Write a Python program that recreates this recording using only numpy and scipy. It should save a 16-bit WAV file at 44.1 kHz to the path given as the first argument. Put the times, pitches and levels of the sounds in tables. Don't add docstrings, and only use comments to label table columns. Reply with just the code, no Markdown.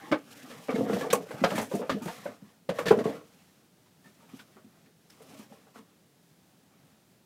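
import sys
import numpy as np
from scipy import signal
from scipy.fft import rfft, irfft, next_fast_len
from scipy.io import wavfile
from scipy.ndimage import uniform_filter1d

SR = 44100
rng = np.random.default_rng(int(sys.argv[2]) if len(sys.argv) > 2 else 0)


def volts_from_decibels(level):
    exponent = np.asarray(level, float) / 20
    return 10 ** exponent


def store_wav(level_fs):
    pcm = np.round(np.clip(np.atleast_2d(level_fs), -1, 1) * 32767)
    wavfile.write(sys.argv[1], SR, pcm.T.astype(np.int16))


N = 319927


def rms_one(x):
    return x / np.sqrt(np.mean(x ** 2) + 1e-20)


def peak_one(x):
    return x / np.abs(x).max()


def add(out, time_s, sound):
    at = round(time_s * SR)
    out[at:at + len(sound)] += sound[:N - at]


def highpass(x, order, cutoff_hz):
    return signal.sosfilt(signal.butter(order, cutoff_hz, "high", fs=SR, output="sos"), x)


def coloured(x, spectrum):
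    size = next_fast_len(len(x))
    hz, db = np.transpose(spectrum)
    grid_hz = np.arange(size // 2 + 1) * SR / size + 1
    gain = volts_from_decibels(np.interp(np.log(grid_hz), np.log(hz), db))
    return rms_one(irfft(rfft(x, size) * gain, size)[:len(x)])


def drift(rate_hz):
    r = np.exp(-2 * np.pi * rate_hz / SR)
    slow = signal.lfilter([1], [1, -2 * r, r * r], rng.standard_normal(N + SR))
    return rms_one(slow[SR:])


def resonate(x, hz, width_hz):
    r = np.exp(-np.pi * width_hz / SR)
    poles = [1, -2 * r * np.cos(2 * np.pi * hz / SR), r * r]
    return signal.lfilter([(1 - r * r) / 2, 0, (r * r - 1) / 2], poles, x)


def grains(per_s, spread_db):
    sizes = volts_from_decibels(spread_db * np.minimum(rng.exponential(1, N), 4)) * rng.choice([-1, 1], N)
    return sizes * (rng.random(N) < per_s / SR) + 1e-18


def contact(t60_s, rise_s):
    t = np.arange(SR // 4) / SR
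    return (1 - np.exp(-t / rise_s)) ** 2 * volts_from_decibels(-60 * t / np.clip(t60_s, .02, .4))


# (frequency [Hz], level [dB])
AIR_COLOUR = [(15, -71.5), (25, -33.5), (58, -27.5), (76, -18), (170, -3), (309, -11.5), (427, -14.5),
              (489, -16), (818, -19), (988, -23.5), (1070, -24), (1890, -24.5), (2220, -26.5),
              (3920, -26.5), (16000, -33)]
AIR_DB = -63


def outdoor_air():
    return volts_from_decibels(AIR_DB + 0.67 * drift(3)) * coloured(rng.standard_normal(N), AIR_COLOUR)


# (delay [s], level [dB])
PORCH_ECHOES = [
    (.011, -17),
    (.019, -14),
    (0.029, -18),
    (0.046, -24),
]


def porch(x):
    out = x.copy()
    dull = signal.lfilter([.3], [1, -.7], x)
    for delay_s, db in PORCH_ECHOES:
        add(out, delay_s, volts_from_decibels(db) * dull)
    return out


# (time [s], peak [dB])
FRAME_JOLTS = [(0.119, -55), (0.689, -74), (1.129, -63), (1.439, -50), (1.619, -64), (1.739, -69),
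               (1.899, -54), (2.059, -74), (2.689, -57), (2.909, -46), (3.059, -66)]
JOLT_GAIN_DB, JOLT_PUSH_S = 3, .005


def jolts():
    out = np.zeros(N)
    t = np.arange(SR // 4) / SR / JOLT_PUSH_S
    push = peak_one(t * (2 - t) * np.exp(-t))
    for time_s, peak_db in FRAME_JOLTS:
        add(out, time_s, volts_from_decibels(peak_db + JOLT_GAIN_DB) * push)
    return out


SOFT_BLOW_DB = -25


def aftershake(hits, db, t60_s, follows):
    out = np.zeros(N)
    for time_s, peak_db, *_ in hits:
        held_back_db = (1 - follows) * max(peak_db - SOFT_BLOW_DB, 0)
        add(out, time_s, volts_from_decibels(peak_db + db - held_back_db) * contact(t60_s, 0.0027))
    return out


# (crest time [s], rasp [dB], swell [s], fade [s], weave over rasp [dB])
MAT_SLIDES = [(0.04, -46, 0.19, 0.2, -19), (0.2, -54.5, .08, 0.089, -15.5), (0.328, -49.5, 0.13, 0.33, -14),
              (0.52, -46, .25, 0.3, -16.5), (0.77, -44, 0.16, 0.28, -17), (0.94, -34, 0.11, 0.2, -21),
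              (1.22, -55, 0.19, 0.28, -10.5), (1.391, -43, 0.17, .15, -18), (1.548, -33.5, 0.18, 0.14, -19),
              (1.75, -43.5, 0.082, 0.1, -11), (1.85, -46.5, .12, 0.42, -20), (2.12, -45, 0.16, 0.2, -15),
              (2.19, -45, .08, .1, -17), (2.26, -44.5, .17, 0.13, -17.5), (2.44, -59.5, 0.26, 0.18, -19.5),
              (2.79, -40.5, 0.067, 0.084, -19.5), (2.92, -40.5, 0.09, 0.17, -22),
              (3.12, -42.5, 0.12, 0.12, -21), (3.3, -61, 0.26, 0.43, -14), (4.06, -57.5, .03, 0.074, -13),
              (4.23, -59, .06, .08, -16), (4.32, -53.5, 0.072, 0.099, -16.5), (4.36, -54.5, .05, .05, -12),
              (4.405, -54, 0.048, 0.045, -13), (4.5, -62, 0.096, 0.17, -15.5), (4.82, -61.5, .2, 0.12, -20),
              (5.12, -59.5, .04, 0.17, -14), (5.23, -56.5, .06, 0.1, -13), (5.34, -50, 0.11, 0.13, -16.5),
              (5.41, -51, 0.12, 0.092, -14.5), (5.549, -59, 0.19, 0.26, -15),
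              (5.768, -51, 0.035, 0.066, -17), (5.85, -66, .1, .2, -18), (6.8, -65, .3, .3, -22)]
SLIDE_DROP_DB = 20
SLIDE_CURVE = 2.2
RUMBLE_DB, DRUMMING_DB = -8, -12.5
SHUDDER_DB, SHUDDER_T60_S, SHUDDER_FOLLOWS = -23.5, .3, 0.93
CHATTER_DB, CHATTER_T60_S, CHATTER_FOLLOWS = -16.5, 0.19, 0.79


def drag_levels():
    rasp, hiss = np.zeros((2, N))
    for crest_s, db, swell_s, fade_s, weave_db in MAT_SLIDES:
        start = max(round((crest_s - 2 * swell_s) * SR), 0)
        stop = min(round((crest_s + 2 * fade_s) * SR), N)
        near = slice(start, stop)
        t = np.arange(start, stop) / SR
        distance = np.maximum((crest_s - t) / swell_s, (t - crest_s) / fade_s)
        gain = volts_from_decibels(db - SLIDE_DROP_DB * distance ** SLIDE_CURVE)
        rasp[near] = np.maximum(rasp[near], gain)
        hiss[near] = np.maximum(hiss[near], volts_from_decibels(weave_db) * gain)
    soft_hits = PAD_THUDS + LIGHT_STEPS
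    hard_hits = ROLLING_KNOCKS + RISING_KNOCKS + CLAW_TAPS + WEIGHT_LANDINGS
    rumble = volts_from_decibels(RUMBLE_DB) * rasp + aftershake(soft_hits, SHUDDER_DB, SHUDDER_T60_S, SHUDDER_FOLLOWS)
    drumming = volts_from_decibels(DRUMMING_DB) * rasp + aftershake(hard_hits, CHATTER_DB, CHATTER_T60_S, CHATTER_FOLLOWS)
    return rumble, drumming, rasp, hiss


# (frequency [Hz], level [dB per Hz])
WEAVE_COLOUR = [(1470, -22), (2500, 2.5), (4650, -3), (5350, -0.5), (7080, -3.5), (9290, -6), (15000, -9),
                (16000, -25)]


def weave_hiss(push):
    fibres = coloured(grains(8100, spread_db=-2.5), WEAVE_COLOUR)
    return push * volts_from_decibels(5.5 + 1.9 * drift(30)) * fibres


# (frequency [Hz], level [dB per Hz])
RASP_COLOUR = [(470, -37), (800, -0.5), (1140, -3), (1270, -2.5), (1640, -1.5), (2080, -5.5), (2510, -7),
               (4500, -15), (5850, -42.5), (9900, -120)]
PATCH_SWELL_DB, PATCH_RATE_HZ = 1.7, 6.7


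def mat_rasp(push):
    rub = grains(5000, spread_db=-4.0)
    clumps = np.zeros(N)
    for k, hz in enumerate(600 * 2 ** np.arange(0, 3.3, .4)):
        swell = volts_from_decibels(PATCH_SWELL_DB * drift(PATCH_RATE_HZ))
        clumps += (-1) ** k * swell * resonate(rub, hz, 0.46 * hz) / np.sqrt(hz)
    return push * volts_from_decibels(-8.5 + 0.67 * drift(25)) * coloured(clumps, RASP_COLOUR)


def planks(modes, push, per_s, spread_db, wander_db):
    padding = signal.butter(2, 0.93 * modes[-1][0], fs=SR, output="sos")
    force = signal.sosfilt(padding, grains(per_s, spread_db))
    steady, driven = np.zeros((2, N))
    for k, (hz, width_hz, db) in enumerate(modes):
        mode_force = (-1) ** k * force * volts_from_decibels(db + wander_db * drift(9))
        steady += resonate(mode_force, hz, width_hz)
        driven += resonate(mode_force * push, hz, width_hz)
    return driven / np.sqrt(np.mean(steady ** 2))


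# (time [s], peak [dB], frequency [Hz], length [s])
BOARD_SQUEAKS = [(0.695, -34, 2170, 0.024), (0.701, -37, 1165, 0.037), (0.749, -40, 2160, 0.035),
                 (0.825, -40, 717, 0.063), (0.852, -40, 696, 0.072), (0.876, -41, 1400, 0.1),
                 (0.927, -35, 1144, 0.026), (0.964, -37, 628, 0.048), (1.008, -35.5, 1690, 0.049),
                 (1.045, -34, 858, .04), (1.111, -35.5, 1610, 0.032), (1.131, -21.5, 1095, 0.02),
                 (1.205, -44, 616, 0.023), (1.446, -23, 1334, 0.019), (1.508, -39, 1290, 0.033),
                 (1.552, -35.5, 1740, 0.054), (1.583, -35, 1180, 0.019), (1.625, -39, 860, 0.022),
                 (1.719, -39.5, 1000, 0.028), (1.826, -39, 860, 0.027), (1.897, -27.5, 1178, .018),
                 (2.027, -45, 1240, 0.035), (2.082, -34, 917, 0.038), (4.042, -57.5, 1800, .06),
                 (4.053, -58, 945, .035), (4.205, -61, 1220, .03), (4.219, -60, 925, 0.05),
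                 (4.294, -61, 2400, .02), (4.389, -55, 963, 0.032), (4.398, -52, 1490, 0.035),
                 (4.759, -66, 379, 0.031), (4.858, -63, 443, .03), (5.301, -57, 698, 0.056),
                 (5.346, -52.5, 600, 0.046), (5.503, -54.5, 545, 0.018), (5.523, -50, 784, .025),
                 (5.67, -57, 765, .035), (5.759, -50, 1322, 0.029), (5.751, -55, 705, 0.042)]
# (time [s], peak [dB], frequency [Hz], length [s])
MORE_BOARD_SQUEAKS = [ (0.012, -48.5, 795, 0.054), (0.065, -46.5, 840, 0.082), (0.121, -20, 302, .04),
                      (0.17, -41, 291, .06), (0.15, -38, 850, 0.041), (0.38, -52, 600, .04),
                      (0.43, -46.5, 232, .04), (0.477, -48, 302, .04), (1.749, -34, 655, 0.047),
                      (1.81, -32, 633, 0.032), (2.1, -37.5, 716, 0.022), (2.02, -43, 896, 0.017),
                      (2.914, -23, 1007, 0.019), (4.57, -52, 696, 0.018), (4.572, -59, 1200, .02),
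                      (0.69, -31, 745, 0.029), (1.1, -37, 746, 0.037), (1.144, -27, 802, 0.035),
                      (2.261, -40, 1496, 0.027), (0.131, -23, 557, .02), (0.128, -25, 1046, 0.024),
                      (0.134, -23.5, 285, .02), (0.04, -45.5, 1050, 0.045), (0.22, -50, 280, 0.041),
                      (0.58, -48.5, 199, 0.074), (1.03, -35, 1150, 0.038), (1.02, -32.5, 272, .04),
                      (1.141, -25, 1086, .02), (1.165, -34, 280, 0.048), (1.922, -26, 237, .03),
                      (1.915, -34, 1240, .025), (2.868, -32, 1750, .02), (2.913, -26.5, 1400, .015),
                      (3.04, -39, 1100, 0.052), (2.975, -24.5, 235, .025), (3.012, -28.5, 250, 0.023),
                      (4.395, -56, 3400, .03), (4.34, -62, 2900, .03), (5.795, -52, 205, .02),
                      (0.115, -36, 125, .05), (1.74, -45, 115, .05), (2.065, -45, 120, .05),
                      (0.124, -28, 1550, .025), (0.127, -31, 2200, .02), (0.829, -28, 250, .025),
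                      (0.946, -23, 225, .02), (1.535, -30, 560, .015), (1.505, -40, 2750, .025),
                      (1.555, -39, 2400, .02), (1.405, -46, 2000, .04), (1.315, -42, 1500, .03),
                      (0.775, -44, 1300, .03)]
SQUEAK_WIDTH = 0.057


def squeaks():
    out = np.zeros(N)
    for time_s, peak_db, hz, length_s in BOARD_SQUEAKS + MORE_BOARD_SQUEAKS:
        width_hz = SQUEAK_WIDTH * hz
        rub = rng.standard_normal(SR // 4)
        tone = resonate(resonate(rub, hz, width_hz), hz, width_hz)
        size = np.sqrt(uniform_filter1d(tone ** 2, size=600) + 1e-12)
        held = tone / size ** 1.2
        add(out, time_s - .003, volts_from_decibels(peak_db) * peak_one(held * contact(2.3 * length_s, 0.14 * length_s)))
    return out


# (time [s], peak [dB], fizz [dB], t60 [s])
CLAW_SCRATCHES = [(0.115, -25, -52, 0.11), (0.502, -38.5, -52.5, 0.16), (0.7019, -36.5, -47.5, 0.16),
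                  (0.752, -33.5, -58, 0.14), (0.93, -27.5, -48, 0.091), (0.984, -36.5, -57, 0.14),
                  (1.0077, -34, -39, 0.15), (1.1282, -17.5, -10.5, 0.058), (1.15, -32, -34, 0.1),
                  (1.288, -47, -55, 0.12), (1.3096, -42, -44, 0.12), (1.4393, -16, -59, 0.089),
                  (1.503, -27, -52, 0.072), (1.553, -33, -34, 0.28), (1.578, -28, -40.5, 0.16),
                  (1.613, -73, -34.5, 0.17), (1.747, -45, -35, 0.13), (1.895, -23, -45, 0.15),
                  (2.02, -45.5, -43, 0.32), (2.054, -41, -43.5, 0.17), (2.0751, -37, -50.5, 0.21),
                  (2.257, -59, -56, 0.11), (2.6905, -26.5, -40.5, 0.096), (2.7854, -30.5, -35, 0.11),
                  (2.856, -25.5, -41, 0.21), (2.881, -22.5, -38, 0.11), (2.9108, -46.5, -36, 0.088),
                  (2.988, -34, -45.5, 0.14), (3.04, -39.5, -48, 0.45), (3.0891, -40, -59, 0.049)]
# (time [s], peak [dB], fizz [dB], splinter [Hz])
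LIGHT_SCUFFS = [(1.102, -20, -36.5, 3670), (2.489, -54, -75, 992), (2.866, -29, -42, 4620),
                (3.859, -52.5, -64.5, 1000), (4.055, -52, -69, 1800), (4.1414, -57, -59, 5730),
                (4.2941, -58, -68.5, 2390), (4.3913, -39, -60, 1470), (4.643, -57, -60, 2470),
                (4.857, -52.5, -72.5, 1760), (5.0983, -45, -47, 5160), (5.218, -51, -46.5, 3300),
                (5.3875, -68, -45, 1400), (5.53, -55, -55.5, 1750), (5.757, -55, -68, 1305)]
# (frequency [Hz], level [dB per Hz])
CRACK_COLOUR = [(880, -16.5), (1500, -8.5), (2920, -11.5), (4570, -14.5), (5140, -17.5), (9060, -30),
                (9790, -32.5), (12900, -32), (15500, -38)]
SPLINTER_HZ, SPLINTER_HZ_PER_DB = 1739, 41.5
CLAW_RISE_S, CLAW_SPLINTER_DB = 0.002, -3.5
SCUFF_T60_S, SCUFF_RISE_S, SCUFF_SPLINTER_DB = 0.088, 0.0024, -3.0


def scratches():
    bite, fizz, splinters = np.zeros((3, N))
    scrapes = []
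    for time_s, db, fizz_db, t60_s in CLAW_SCRATCHES:
        hz = SPLINTER_HZ + SPLINTER_HZ_PER_DB * max(fizz_db - db + 14.0, 0)
        scrapes.append((time_s, db, fizz_db, t60_s, hz, CLAW_RISE_S, CLAW_SPLINTER_DB))
    for time_s, db, fizz_db, hz in LIGHT_SCUFFS:
        scrapes.append((time_s, db, fizz_db, SCUFF_T60_S, hz, SCUFF_RISE_S, SCUFF_SPLINTER_DB))
    for time_s, peak_db, fizz_db, t60_s, hz, rise_s, tone_db in scrapes:
        start_s = time_s - .0011
        envelope = contact(t60_s, rise_s)
        force = volts_from_decibels(peak_db - 8.0) * envelope
        tone = rms_one(resonate(rng.standard_normal(len(force)), hz, 0.059 * hz))
        add(bite, start_s, force)
        add(fizz, start_s, volts_from_decibels(fizz_db - 8.5) * envelope)
        add(splinters, start_s, volts_from_decibels(tone_db) * force * tone)
    grit = coloured(grains(6000, spread_db=1.5), CRACK_COLOUR)
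    fine_colour = [(3500, -28.0), (6000, 0.5), (10000, -0.5), (15500, -8.5), (16500, -28.5)]
    fine = coloured(grains(5600, spread_db=3.5), fine_colour)
    return bite * grit + splinters + fizz * fine


SNAP = 5.06


def rattle(modes, t60_s, rise_s):
    push = rng.standard_normal(SR // 4) * contact(t60_s, rise_s)
    push[round(rise_s * SR)] += SNAP * np.sqrt(np.sum(push ** 2)) / 10
    rings = np.zeros(len(push))
    for hz, width_hz, db in modes:
        rings += volts_from_decibels(db + rng.normal(0, 3.1)) * resonate(push, hz, width_hz)
    padding = signal.butter(2, 1.2 * modes[-1][0], fs=SR, output="sos")
    return peak_one(signal.sosfilt(padding, rings))


BEAT_HZ = 41.4


def blow(hz, t60_s, modes, rise_s, others_db, beat=0.2):
    t = np.arange(SR // 4) / SR
    offset = rng.choice([-1, 1]) * BEAT_HZ * (t - .006)
    pair = np.sin(2 * np.pi * hz * t) + beat * np.sin(2 * np.pi * (hz * t + offset))
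    tone = peak_one(pair * contact(t60_s, rise_s))
    return peak_one(tone + volts_from_decibels(others_db) * rattle(modes, t60_s, rise_s))


# (time [s], peak [dB], ring [Hz])
PAD_THUDS = [(0.113, -25.5, 236), (0.122, -25, 294), (0.689, -26, 263), (0.74, -22, 231),
             (0.785, -22.5, 257.6), (0.811, -22, 261), (0.842, -28.5, 230), (0.904, -25.5, 212),
             (0.937, -23, 196), (0.97, -28, 230), (1.129, -29, 196), (1.339, -33.5, 131),
             (1.417, -22.5, 240), (1.437, -23.5, 179), (1.521, -31, 198), (1.552, -31, 230),
             (1.584, -25, 226), (1.62, -36, 226), (1.738, -23.5, 194), (1.903, -28, 254),
             (1.944, -24.5, 204), (2.017, -31.5, 236), (2.056, -29, 170), (2.691, -26.5, 185),
             (2.878, -26.5, 170), (2.91, -21, 205), (2.973, -21.5, 230), (3.011, -30, 248),
             (3.056, -23, 223), (3.093, -28.5, 283)]
# (time [s], peak [dB], ring [Hz])
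LIGHT_STEPS = [(0.037, -45, 306), (0.077, -45, 326), (0.44, -47, 274), (1.1, -34.5, 190), (1.2, -35.5, 175),
               (1.295, -42, 318), (1.39, -41, 170.7), (1.811, -34.5, 200), (2.148, -63, 229),
               (2.257, -38.5, 188), (2.293, -40, 240), (2.424, -40.5, 200), (2.794, -38.5, 302),
               (2.858, -32, 200), (4.058, -48, 186), (4.337, -36.5, 228), (4.561, -53, 215),
               (4.646, -46, 222), (5.334, -48.5, 278), (5.394, -42.5, 229), (5.516, -45, 227),
               (5.782, -58, 229)]
# (frequency [Hz], width [Hz], level [dB])
LOW_PLANK_MODES = [(133.6, 35, -11), (209, 30, -6.5), (231, 31, -4), (300, 27, -7.5)]
THUD_T60_S, STEP_T60_S = 0.1, 0.093


def thuds():
    out = np.zeros(N)
    for hits, t60_s in [(PAD_THUDS, THUD_T60_S), (LIGHT_STEPS, STEP_T60_S)]:
        for time_s, peak_db, hz in hits:
            thud = blow(hz, t60_s, LOW_PLANK_MODES, rise_s=0.0039, others_db=-3.0, beat=0.16)
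            add(out, time_s - .004, volts_from_decibels(peak_db + 0.5) * thud)
    return out


# (time [s], peak [dB], ring [Hz], overtone [dB])
ROLLING_KNOCKS = [(0.117, -28, 477, -25), (0.686, -23, 596, -32.5), (0.694, -20, 445, -28.5),
                  (0.727, -22, 472, -38), (0.759, -19, 449, -48), (0.784, -21.5, 447, -61),
                  (0.809, -16.5, 490, -62), (0.867, -26, 468, -57), (0.899, -15, 437, -36),
                  (0.933, -17.5, 485, -49), (0.965, -20, 505, -53), (1.011, -22.5, 503, -31),
                  (1.044, -23, 429.6, -41), (1.068, -22, 490, -39), (1.205, -28, 420, -42),
                  (1.265, -39, 505, -81.5), (1.309, -28.5, 490, -36), (1.34, -38, 600, -51.5)]
# (time [s], peak [dB], ring [Hz], overtone [dB])
RISING_KNOCKS = [(1.464, -23, 717, -42), (1.519, -23, 548, -32), (1.581, -18, 555, -24.5),
                 (1.628, -29, 444, -46), (1.716, -22, 515, -41), (1.741, -18.5, 400, -56),
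                 (1.796, -21, 448, -50), (1.819, -24, 601, -35.5), (1.968, -29, 443, -60),
                 (2.016, -54, 333, -50), (2.061, -24.5, 338, -39), (2.084, -59, 917, -33.5),
                 (2.258, -20.5, 577, -39), (2.71, -26.5, 496, -40), (2.788, -17, 557, -23.5),
                 (2.857, -25, 481, -35.5), (2.866, -15.5, 470, -31.5), (2.929, -15, 460, -37),
                 (2.969, -18.5, 425, -57), (2.99, -18, 422, -29.5), (3.057, -16, 436, -39),
                 (3.055, -27, 676, -44), (3.078, -25, 444, -67), (3.159, -37, 438, -66),
                 (3.214, -41.5, 432, -68)]
# (time [s], peak [dB], ring [Hz], overtone [dB])
CLAW_TAPS = [
    (0.502, -39.5, 536, -51),
    (4.23, -56, 617, -61),
    (4.569, -46, 380, -52),
    (5.207, -42, 445, -71.5),
    (5.397, -46, 342, -47),
    (5.524, -46, 590, -51),
    (5.67, -51, 438, -59),
    (5.76, -43.5, 445, -48),
]
# (frequency [Hz], width [Hz], level [dB])
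HOLLOW_MODES = [(380, 60, -2.5), (445, 28, 6), (490, 37, 7), (578, 199.2, 2.5), (662.3, 53, 4.5),
                (691.6, 16, -4), (830, 180, -18.5)]
# (frequency [Hz], width [Hz], level [dB])
SURFACE_MODES = [(900, 840, 1.5), (1141, 150, -2), (1400, 200, -24.5), (2177, 210, -18.5)]
KNOCK_T60_S, KNOCK_RISE_S = 0.078, 0.0011
BLUNT_DB, BRIGHT_DAMPING_PER_DB = -45, 0.0083


def knocks():
    out = np.zeros(N)
    for time_s, peak_db, hz, overtone_db in ROLLING_KNOCKS + RISING_KNOCKS + CLAW_TAPS:
        t60_s = KNOCK_T60_S * (1 - BRIGHT_DAMPING_PER_DB * (overtone_db - BLUNT_DB))
        ring = blow(hz, t60_s, HOLLOW_MODES, KNOCK_RISE_S, others_db=-4.5)
        overtones = rattle(SURFACE_MODES, 2.3 * t60_s, KNOCK_RISE_S)
        add(out, time_s - .0025, volts_from_decibels(peak_db - 4.0) * ring)
        add(out, time_s - .0021, volts_from_decibels(overtone_db + 1.0) * overtones)
    return out


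# (time [s], peak [dB], ring [Hz], overtone [dB], rise [s])
WEIGHT_LANDINGS = [
    (0.122, -23, 600, -16, 0.0051),
    (1.132, -10.5, 490, -24, 0.0011),
    (1.44, -13, 547, -17.5, 0.00086),
    (2.692, -15.5, 530, -30, 0.0027),
    (1.897, -20.5, 557, -23, 0.00032),
    (2.908, -4, 436, -21, 0.0053),
]
LANDING_T60_S, LANDING_OTHERS_DB = 0.038, -4


def landings():
    out = np.zeros(N)
    for time_s, peak_db, hz, overtone_db, rise_s in WEIGHT_LANDINGS:
        ring = blow(hz, LANDING_T60_S, HOLLOW_MODES, rise_s, LANDING_OTHERS_DB)
        overtones = rattle(SURFACE_MODES, 2.6 * LANDING_T60_S, rise_s)
        add(out, time_s - .0025, volts_from_decibels(peak_db) * ring)
        add(out, time_s - .0021, volts_from_decibels(overtone_db + 2.5) * overtones)
    return out


RADIATE_HZ = 113


def scene():
    rumble, drumming, rasp, hiss = drag_levels()
    drag = planks(LOW_PLANK_MODES, rumble, per_s=610, spread_db=3.5, wander_db=5.0)
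    drag += planks(HOLLOW_MODES, drumming, per_s=900, spread_db=2.2, wander_db=3.5)
    wood = highpass(drag + knocks() + thuds() + landings(), 4, RADIATE_HZ)
    on_boards = wood + mat_rasp(rasp) + scratches() + highpass(squeaks(), 2, 95)
    mix = porch(on_boards) + jolts() + weave_hiss(hiss) + outdoor_air()
    return mix[None]


def top_cut(x):
    return signal.sosfilt(signal.butter(12, 15850, fs=SR, output="sos"), x)


MIC_HISS_DB = -82.5


def record(dry):
    hissy = dry + volts_from_decibels(MIC_HISS_DB) * rng.standard_normal(dry.shape)
    return top_cut(hissy)


dry = scene()
out = record(dry)
store_wav(out)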